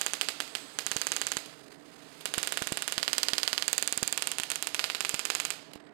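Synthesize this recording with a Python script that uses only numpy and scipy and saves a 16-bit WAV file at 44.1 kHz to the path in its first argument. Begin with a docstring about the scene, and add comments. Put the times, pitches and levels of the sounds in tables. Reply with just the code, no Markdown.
"""A small lab: a handheld static discharge gun fires bursts of sparks, twenty a second, onto a circuit board.
Each spark is a pressure snap that rings the air between the parts where it strikes; a dull first echo, wall
echoes and a diffuse room tail follow. The charged tip hisses, sputters and briefly sizzles over a gap.
Electrical pops in the microphone lead, a low thump as the trigger is released and small dry ticks from the gun
stand out over a ventilation hum. One microphone takes it all, on the right channel only."""
import sys
import numpy as np
from scipy import signal
from scipy.fft import rfft, irfft, next_fast_len
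from scipy.io import wavfile
from scipy.ndimage import map_coordinates

SR = 44100
rng = np.random.default_rng(int(sys.argv[2]) if len(sys.argv) > 2 else 0)


def unload_wav(signal):
    """Save mono or channel-first audio to the path in sys.argv[1] as 16-bit WAV at rate SR, clipped to [-1, 1]."""
    wavfile.write(
        sys.argv[1],
        SR,
        np.round(np.clip(np.atleast_2d(signal).T, -1, 1) * 32767).astype(np.int16),
    )


N = 261513
SIZE = 2 ** 15  # transform length of one spark with its echoes and tail
HZ = np.fft.rfftfreq(SIZE, 1 / SR)

# colour of the diffuse sound in the lab: (f/Hz, level/dB)
ROOM_COLOUR = [(100, -22.5), (280, -5), (420, -3), (650, 0), (850, -4), (1150, -2.5), (1700, -2.5),
               (2800, 0.5), (5000, -0.5), (7500, -3.5), (10000, -9), (13000, -8), (16000, -25)]


def amp(db):
    """Decibels to gain."""
    return 10 ** (np.asarray(db) / 20)


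def unit(x):
    """Scale to rms 1."""
    return x / np.sqrt(np.mean(np.abs(x) ** 2) + 1e-20)


def along(points, hz):
    """(f/Hz, value) points read on a log frequency axis."""
    f, value = np.transpose(points)
    return np.interp(np.log(hz + 1), np.log(f + 1), value)


def wobble(rate):
    """A smooth random curve, rate knots a second."""
    knots = rng.standard_normal(int(N * rate / SR) + 4)
    return map_coordinates(knots, [np.arange(N) * rate / SR])


def filtered(x, response):
    """x passed through a complex response of frequency."""
    size = next_fast_len(len(x) + SR // 4)
    spectrum = rfft(x, size) * response(np.fft.rfftfreq(size, 1 / SR))
    return irfft(spectrum, size)[:len(x)]


def low_cut(hz, corner_hz):
    """First-order loss of bass below the corner."""
    return 1j * hz / (corner_hz + 1j * hz)


def noise(spectrum):
    """Coloured noise of rms 1."""
    return unit(filtered(rng.standard_normal(N), lambda hz: amp(along(spectrum, hz))))


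def resonance(hz, centre, width):
    """Response of one damped mode, 1 at its centre."""
    return 1j * hz * width / (centre ** 2 - hz ** 2 + 1j * hz * width)


def causal(db):
    """The most compact causal response with these levels on the HZ grid."""
    cepstrum = irfft(np.log(amp(db)))
    cepstrum[1:SIZE // 2] *= 2
    cepstrum[SIZE // 2 + 1:] = 0
    return np.exp(rfft(cepstrum))


def delay(ms):
    """Response of a travel time."""
    return np.exp(-2j * np.pi * HZ * ms / 1000)


def add(track, s, sound):
    """Mix a sound into a track at time s, losing what falls outside."""
    start = round(s * SR)
    sound = sound[max(-start, 0):]
    part = track[max(start, 0):][:len(sound)]
    part += sound[:len(part)]


def ventilation(air_db=-57.0, waver_db=1.0, drift_rad=0.93):
    """Low air noise with a few fan tones, unsteady in level and phase."""
    # air noise: (f/Hz, level/dB)
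    air_colour = [(25, -27), (60, -22), (95, -20), (155, -4.5), (200, -12.5), (280, -2), (350, -9),
                  (440, -5), (550, -12.5), (660, -8.5), (800, -15.5), (2000, -20.5), (4000, -60)]
    # fan tones: (f/Hz, rms level/dB)
    fan_tones = [(296.1, -65.5), (473.7, -77), (640.6, -72.5), (802.1, -84)]
    t = np.arange(N) / SR
    tones = np.zeros(N)
    for hz, db in fan_tones:
        level = amp(db + waver_db * wobble(4.27))
        tones += level * np.sin(2 * np.pi * hz * t + drift_rad * wobble(6.9))
    return amp(air_db) * noise(air_colour) + np.sqrt(2) * tones


def corona(full_db=-53, sputter_rate=170, fizz_hz=4000):
    """Charge leaks from the tip as a hiss that sputters when weak, and at the end dulls and dies."""
    # hiss per hertz: (f/Hz, level/dB)
    hiss_colour = [(300, -21), (800, -6.5), (1600, -6), (3000, -7.5), (5000, -8), (9000, -14.5),
                   (13000, -22.5), (16000, -31)]
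    lift_s, lift_width_s, lift_db = 1.796, .21, 13  # the tip is lifted away: when, for how long, loss of hiss
    sputter_grows, sputter_max_db = 0.53, 5  # dB of sputter per dB of hiss lost, and its limit
    # around the last spark the charge begins to drain away, the treble faster
    stop_s, drain_db_per_s, dull_db_per_s = 5.475, 33, 32
    t = np.arange(N) / SR
    idle_s = np.maximum(t - stop_s, 0)
    lifted_db = lift_db * np.exp(-np.abs(t - lift_s) / lift_width_s)
    lost_db = lifted_db + drain_db_per_s * idle_s
    depth_db = np.minimum(sputter_grows * lost_db, sputter_max_db)
    hiss = noise(hiss_colour)
    body = filtered(hiss, lambda hz: 1 / (1 + (hz / fizz_hz) ** 4))
    fizz = hiss - body
    colour = body + amp(-dull_db_per_s * idle_s) * fizz
    sputter_db = depth_db * np.clip(wobble(sputter_rate), -2, 2)
    return amp(full_db - lost_db + sputter_db) * colour


def discharges(firing_s=.05, jitter_s=.0004, uneven_db=.5, tone_db=2.03):
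    """Every spark as (t/s, crack/dB, brightness/dB): steady recharging, each breakdown a little different."""
    # bursts on the gun's firing clock: (start t/s, number of sparks, crack level/dB, brightness/dB)
    bursts = [(-.0366, 3, -19.5, -0.5), (0.1354, 1, -20, -1), (0.2133, 1, -17, -5), (.287, 1, -19.5, -9.5),
              (0.403, 1, -21.5, -10.5), (.5514, 1, -22, -10), (0.7879, 1, -20.5, -6), (.866, 4, -20, -2),
              (1.0684, 2, -19, -3.5), (1.165, 2, -21, -4.5), (1.269, 3, -20.5, -2.5),
              (2.2565, 1, -21.5, -0.5), (2.3396, 1, -22, 0.5), (2.3808, 2, -21, 0), (2.4734, 3, -22, -1),
              (2.6228, 5, -23.5, 1), (2.8788, 1, -21, 4), (2.9238, 1, -22.5, 1), (2.9802, 3, -18.5, -5.5),
              (3.1314, 3, -16.5, -0.5), (3.2848, 2, -17.5, -2.5), (3.3823, 2, -17.5, -2),
              (3.4773, 1, -17.5, -3), (3.53, 2, -19, -4.5), (3.624, 1, -20, -4), (3.6804, 3, -16.5, 0.5),
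              (3.8259, 2, -18.5, 0), (3.9266, 2, -19.5, -2.5), (4.03, 1, -18, 1.5), (4.0764, 3, -19.5, 1),
              (4.2225, 2, -19, -1), (4.3166, 1, -21.5, -1.5), (4.3849, 2, -22.5, -1.5),
              (4.3993, 1, -23.5, -2), (4.5016, 1, -21, 3), (4.5172, 1, -21.5, 0.5), (4.558, 1, -21.5, -0.5),
              (4.6253, 1, -21, -0.5), (4.672, 1, -21, -1), (4.746, 1, -21.5, -5.5), (4.7935, 1, -19, -8.5),
              (4.8415, 1, -19, -1.5), (4.899, 2, -23, -4.5), (5.0062, 1, -20.5, -1.5), (5.0497, 1, -21, -5),
              (5.0942, 3, -20.4, 2), (5.2526, 1, -20, 0.5), (5.302, 1, -19.5, -7.5),
              (5.351, 3, -20.5, -0.1), (5.5044, 1, -21, -1)]
    rows = []
    for s, count, db, bright_db in bursts:
        for k in range(round(count)):
            rows.append((s + k * firing_s, db, bright_db))
    rows = np.array(rows)
    return rows + rng.standard_normal(rows.shape) * [jitter_s, uneven_db, tone_db]


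def bend(centre_hz, width_hz):
    """Bending round an obstacle spreads a snap over a few cycles and keeps its colour."""
    return 1 - 2 * resonance(HZ, centre_hz, width_hz)


def scatter(db=-4, t60=0.0077, build_s=0.00053, above_hz=8500):
    """Small parts on the board throw back the shortest waves in a brief random spray."""
    t = np.arange(SR // 100) / SR
    envelope = amp(-60 * t / t60) * (1 - np.exp(-t / build_s))
    spray = unit(rfft(rng.standard_normal(len(t)) * envelope, SIZE))
    return 1 + amp(db) * spray / (1 + (above_hz / (HZ + 1)) ** 6)


def cracks(spot, snap_hz=9500, air_hz=13500, wander=0.024, uneven_db=2.0):
    """A snap rings the cavities of one spot; every arc takes a slightly different path."""
    # air resonances between the parts around each spot: (spot number, f/Hz, width/Hz, level/dB)
    cavities = [(0, 750, 1400, -10.5), (0, 1620, 340, -7.5), (0, 2830, 640, -8.5), (0, 5700, 460, -19),
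                (0, 4600, 180, -7.5), (0, 6350, 540, -1.5), (0, 7400, 680, -3.5), (0, 6800, 290, -11),
                (1, 680, 740, -11), (1, 1640, 520, -4), (1, 3020, 630, -2), (1, 4050, 75, -3.5),
                (1, 4490, 160, -2), (1, 5600, 1300, 0.5), (1, 7200, 320, 1), (1, 8120, 440, 5),
                (2, 720, 1700, -10.5), (2, 1630, 350, -5.5), (2, 3010, 370, -7.5), (2, 3920, 83, -7.5),
                (2, 4660, 180, -3), (2, 6440, 950, 1.5), (2, 7230, 1000, -2.5), (2, 17000, 4400, -13.5),
                (3, 640, 460, -5), (3, 1620, 430, -2), (3, 2880, 150, -3.5), (3, 3060, 1700, -7.5),
                (3, 4900, 100, -3.5), (3, 6030, 740, -3.5), (3, 7400, 450, 1), (3, 8700, 670, -6.5),
                (4, 670, 480, -9.5), (4, 1830, 800, -6.5), (4, 3120, 410, -1.5), (4, 3970, 180, -8.5),
                (4, 4660, 840, 1), (4, 5860, 170, 1.5), (4, 7200, 320, -0.5), (4, 13500, 4900, -20),
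                (5, 610, 710, -11), (5, 1740, 230, -5), (5, 2630, 790, -8), (5, 3600, 130, -5.5),
                (5, 4720, 220, 1.5), (5, 6620, 1100, -6), (5, 7430, 1100, 3), (5, 13800, 3300, -8),
                (6, 960, 1900, -10), (6, 1820, 650, -10), (6, 2710, 410, -0.5), (6, 3130, 200, -5),
                (6, 4250, 670, -9), (6, 5700, 230, 2.5), (6, 7020, 1560, 2.5), (6, 8400, 660, -7),
                (7, 600, 500, -15), (7, 1500, 880, -9), (7, 2730, 830, -3), (7, 3690, 160, -0.5),
                (7, 4370, 330, -2), (7, 5300, 170, -1), (7, 6800, 1100, -5.5), (8, 510, 450, -8),
                (8, 1410, 970, -2), (8, 2560, 640, 2.5), (8, 4080, 200, -2.5), (8, 5120, 460, 3),
                (8, 6300, 780, -2.5), (8, 6860, 510, 1), (8, 7430, 760, 3.5)]
    ring = np.zeros(len(HZ), complex)
    for number, hz, width, db in cavities:
        if round(number) == spot:
            level = amp(db + uneven_db * rng.normal())
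            ring += level * resonance(HZ, hz * (1 + wander * rng.normal()), width)
    snap = 1 / (1 + np.sqrt(2) * 1j * HZ / snap_hz - (HZ / snap_hz) ** 2)
    air = 1 / np.sqrt(1 + (HZ / air_hz) ** 10)
    path = bend(centre_hz=4840, width_hz=6000) * bend(centre_hz=10700, width_hz=11300)
    return unit(ring * snap * air * path * scatter())


def room_tails(count, alike_hz=7000, build_s=0.0037):
    """One diffuse tail per spark: the low end repeats, the treble changes as the hand moves."""
    # reverberation of the lab: (f/Hz, t60/s)
    decay_times = [(200, 0.48), (1500, 0.43), (5000, 0.55), (9000, 0.37), (15000, 0.25)]
    grains = rng.standard_normal((count + 1, SR // 2)).astype('f')
    hz, t, z = signal.stft(grains, SR, nperseg=256)
    alike = np.exp(-hz / alike_hz)[:, None]
    mixed = alike * z[0] + np.sqrt(1 - alike ** 2) * z[1:]
    fade = amp(-60 * t / along(decay_times, hz)[:, None]) * (1 - np.exp(-t / build_s))
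    tails = signal.istft(mixed * fade, SR, nperseg=256)[1]
    return rfft(tails, SIZE)


def sparks(fired, crack_db=1, imprint=0.11, shade=0.16):
    """Each discharge: the direct crack, a dull first echo, wall echoes and the room's tail."""
    # where the arc lands: (from t/s, delay of the first echo/ms)
    landing_spots = [(0, 5.0), (.18, 5.05), (.7, 4.98), (2.1, 4.87), (2.955, 4.74), (3.655, 4.85),
                     (4.15, 4.76), (4.77, 4.95), (4.98, 5.05)]
    # share of the crack sent into the room, one value per landing spot: (level/dB)
    sent_db = [-8, -8.5, -8.5, -6.5, -10, -11.5, -9.5, -8, -8]
    # later echoes from bench, equipment and walls: (delay/ms, level/dB)
    wall_echoes = [(7.5, -9), (13.4, -30), (15.0, -14.5), (17.9, -11.5), (20.1, -10), (33.9, -13.5),
                   (41.1, -28.5), (42.0, -25)]
    # colour of the first echo: (f/Hz, level/dB)
    echo_colour = [(200, -26.5), (900, -7.5), (1500, -4.5), (3200, -1), (4900, -3.5), (5700, -7.5),
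                   (7500, -23.5), (10500, -12.5), (16000, -27)]
    track = np.zeros(N)
    starts, echo_ms = np.transpose(landing_spots)
    dull = unit(causal(along(echo_colour, HZ)))
    room = unit(causal(along(ROOM_COLOUR, HZ)))
    spread = bend(centre_hz=3120, width_hz=2040) * bend(centre_hz=8200, width_hz=1000)
    treble = along([(3500, -.5), (8000, .5)], HZ)  # tilt for 1 dB of brightness
    # the wall paths shift a little from spot to spot
    paths = [sum(amp(db) * delay(ms + 0.11 * rng.normal()) for ms, db in wall_echoes)
             for _ in landing_spots]
    for (s, db, bright_db), tail in zip(fired, room_tails(len(fired))):
        spot = max(np.searchsorted(starts, s) - 1, 0)
        crack = unit(cracks(spot) * amp(bright_db * treble))
        # the room hears all directions, so it keeps only a trace of the crack's colour
        far = unit(room * np.abs(crack) ** imprint) * (paths[spot] + unit(tail))
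        answer = spread * (dull * delay(echo_ms[spot]) + far)
        # parts that hide the arc, and so dull it, do not hide it from the room
        sent = amp(sent_db[spot] - shade * bright_db)
        heard = amp(db) * (amp(crack_db) * crack + sent * answer)
        # levels are energies spread over one millisecond; a 1 ms lead keeps the very onset
        add(track, s - .001, np.sqrt(SR / 1000) * irfft(heard * delay(1)))
    return track


def sizzle(ring_hz=7950, width_hz=900, flutter_db=3):
    """While the sparks are sparse, the leaking charge rings the narrow gap under the tip."""
    # rise and fall of the sizzle: (t/s, level/dB)
    sizzle_levels = [(.3, -85), (.46, -60), (.6, -61), (.77, -64), (.85, -85)]
    s, db = np.transpose(sizzle_levels)
    ring = unit(filtered(rng.standard_normal(N), lambda hz: resonance(hz, ring_hz, width_hz) ** 2))
    level_db = np.interp(np.arange(N) / SR, s, db)
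    return amp(level_db + flutter_db * wobble(60)) * ring


def ticks():
    """Short dry ticks from the gun: bursts of room-coloured noise that die at once."""
    # ticks: (t/s, level/dB, t60/s)
    gun_ticks = [(0.477, -41, .025), (1.46, -41, 0.023), (2.208, -43.5, 0.059), (5.734, -41, 0.029),
                 (5.754, -48.5, 0.036)]
    level, t = np.zeros(N), np.arange(SR // 10) / SR
    for s, db, t60 in gun_ticks:
        add(level, s, amp(db - 60 * t / t60))
    return level * noise(ROOM_COLOUR)


def pops(swing_hz=260, t60=0.0057, db=11.5, low_cut_hz=130, lag_s=.0012):
    """Low pops, each one low swing with a steep edge: most are discharge current picked up in the microphone
    lead, the last a thump as the trigger is released."""
    # low pops: (t/s before the lag, relative level/dB); the last is the trigger being released
    low_pops = [(0.962, -32.5), (1.114, -45), (1.263, -46), (1.367, -37.5), (2.377, -32), (2.618, -31.5),
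                (2.667, -44), (2.72, -28.5), (2.977, -36.5), (3.331, -36.5), (3.527, -44), (3.924, -45),
                (3.973, -37.5), (4.026, -29.5), (4.397, -39.5), (4.741, -47), (5.14, -33.5),
                (5.757, -39.5)]
    edge, edge_hz, edge_t60 = 0.97, 620, 0.0019  # level relative to the swing, Hz, s
    track, t = np.zeros(N), np.arange(SR // 20) / SR
    swing = np.sin(2 * np.pi * swing_hz * t) * amp(-60 * t / t60)
    swing += edge * np.sin(2 * np.pi * edge_hz * t) * amp(-60 * t / edge_t60)
    for s, pop_db in low_pops:
        add(track, s + lag_s, amp(pop_db + db) * swing)
    return filtered(track, lambda hz: low_cut(hz, low_cut_hz))


def scene(low_cut_hz=250):
    """One microphone, plugged into the right channel only; so small an arc radiates little bass."""
    arcs = filtered(sparks(discharges()), lambda hz: low_cut(hz, low_cut_hz))
    mono = ventilation() + corona() + arcs + sizzle() + ticks() + pops()
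    return np.array([np.zeros(N), 2 * mono])  # the gain of 2 lifts every layer alike


def record(dry, top=0.75, top_hz=16800):
    """The microphone's narrow dips, an input stage that rounds the tallest peaks, then the band limit."""
    # microphone dips: (f/Hz, width/Hz, depth 0-1, held to .88 below)
    mic_dips = [(5696, 660, 1), (6940, 180, 0.96), (15050, 500, 0.9)]

    def dips(hz):
        response = 1
        for centre, width, depth in mic_dips:
            response = response * (1 - min(depth, .88) * resonance(hz, centre, width))
        return response

    def band(hz):
        return np.clip((top_hz - hz) / 400, 0, 1)

    picked = np.array([filtered(channel, dips) for channel in dry])
    rounded = picked / (1 + (picked / top) ** 4) ** (1 / 4)
    return np.array([filtered(channel, band) for channel in rounded])


dry = scene()
out = record(dry)
unload_wav(out)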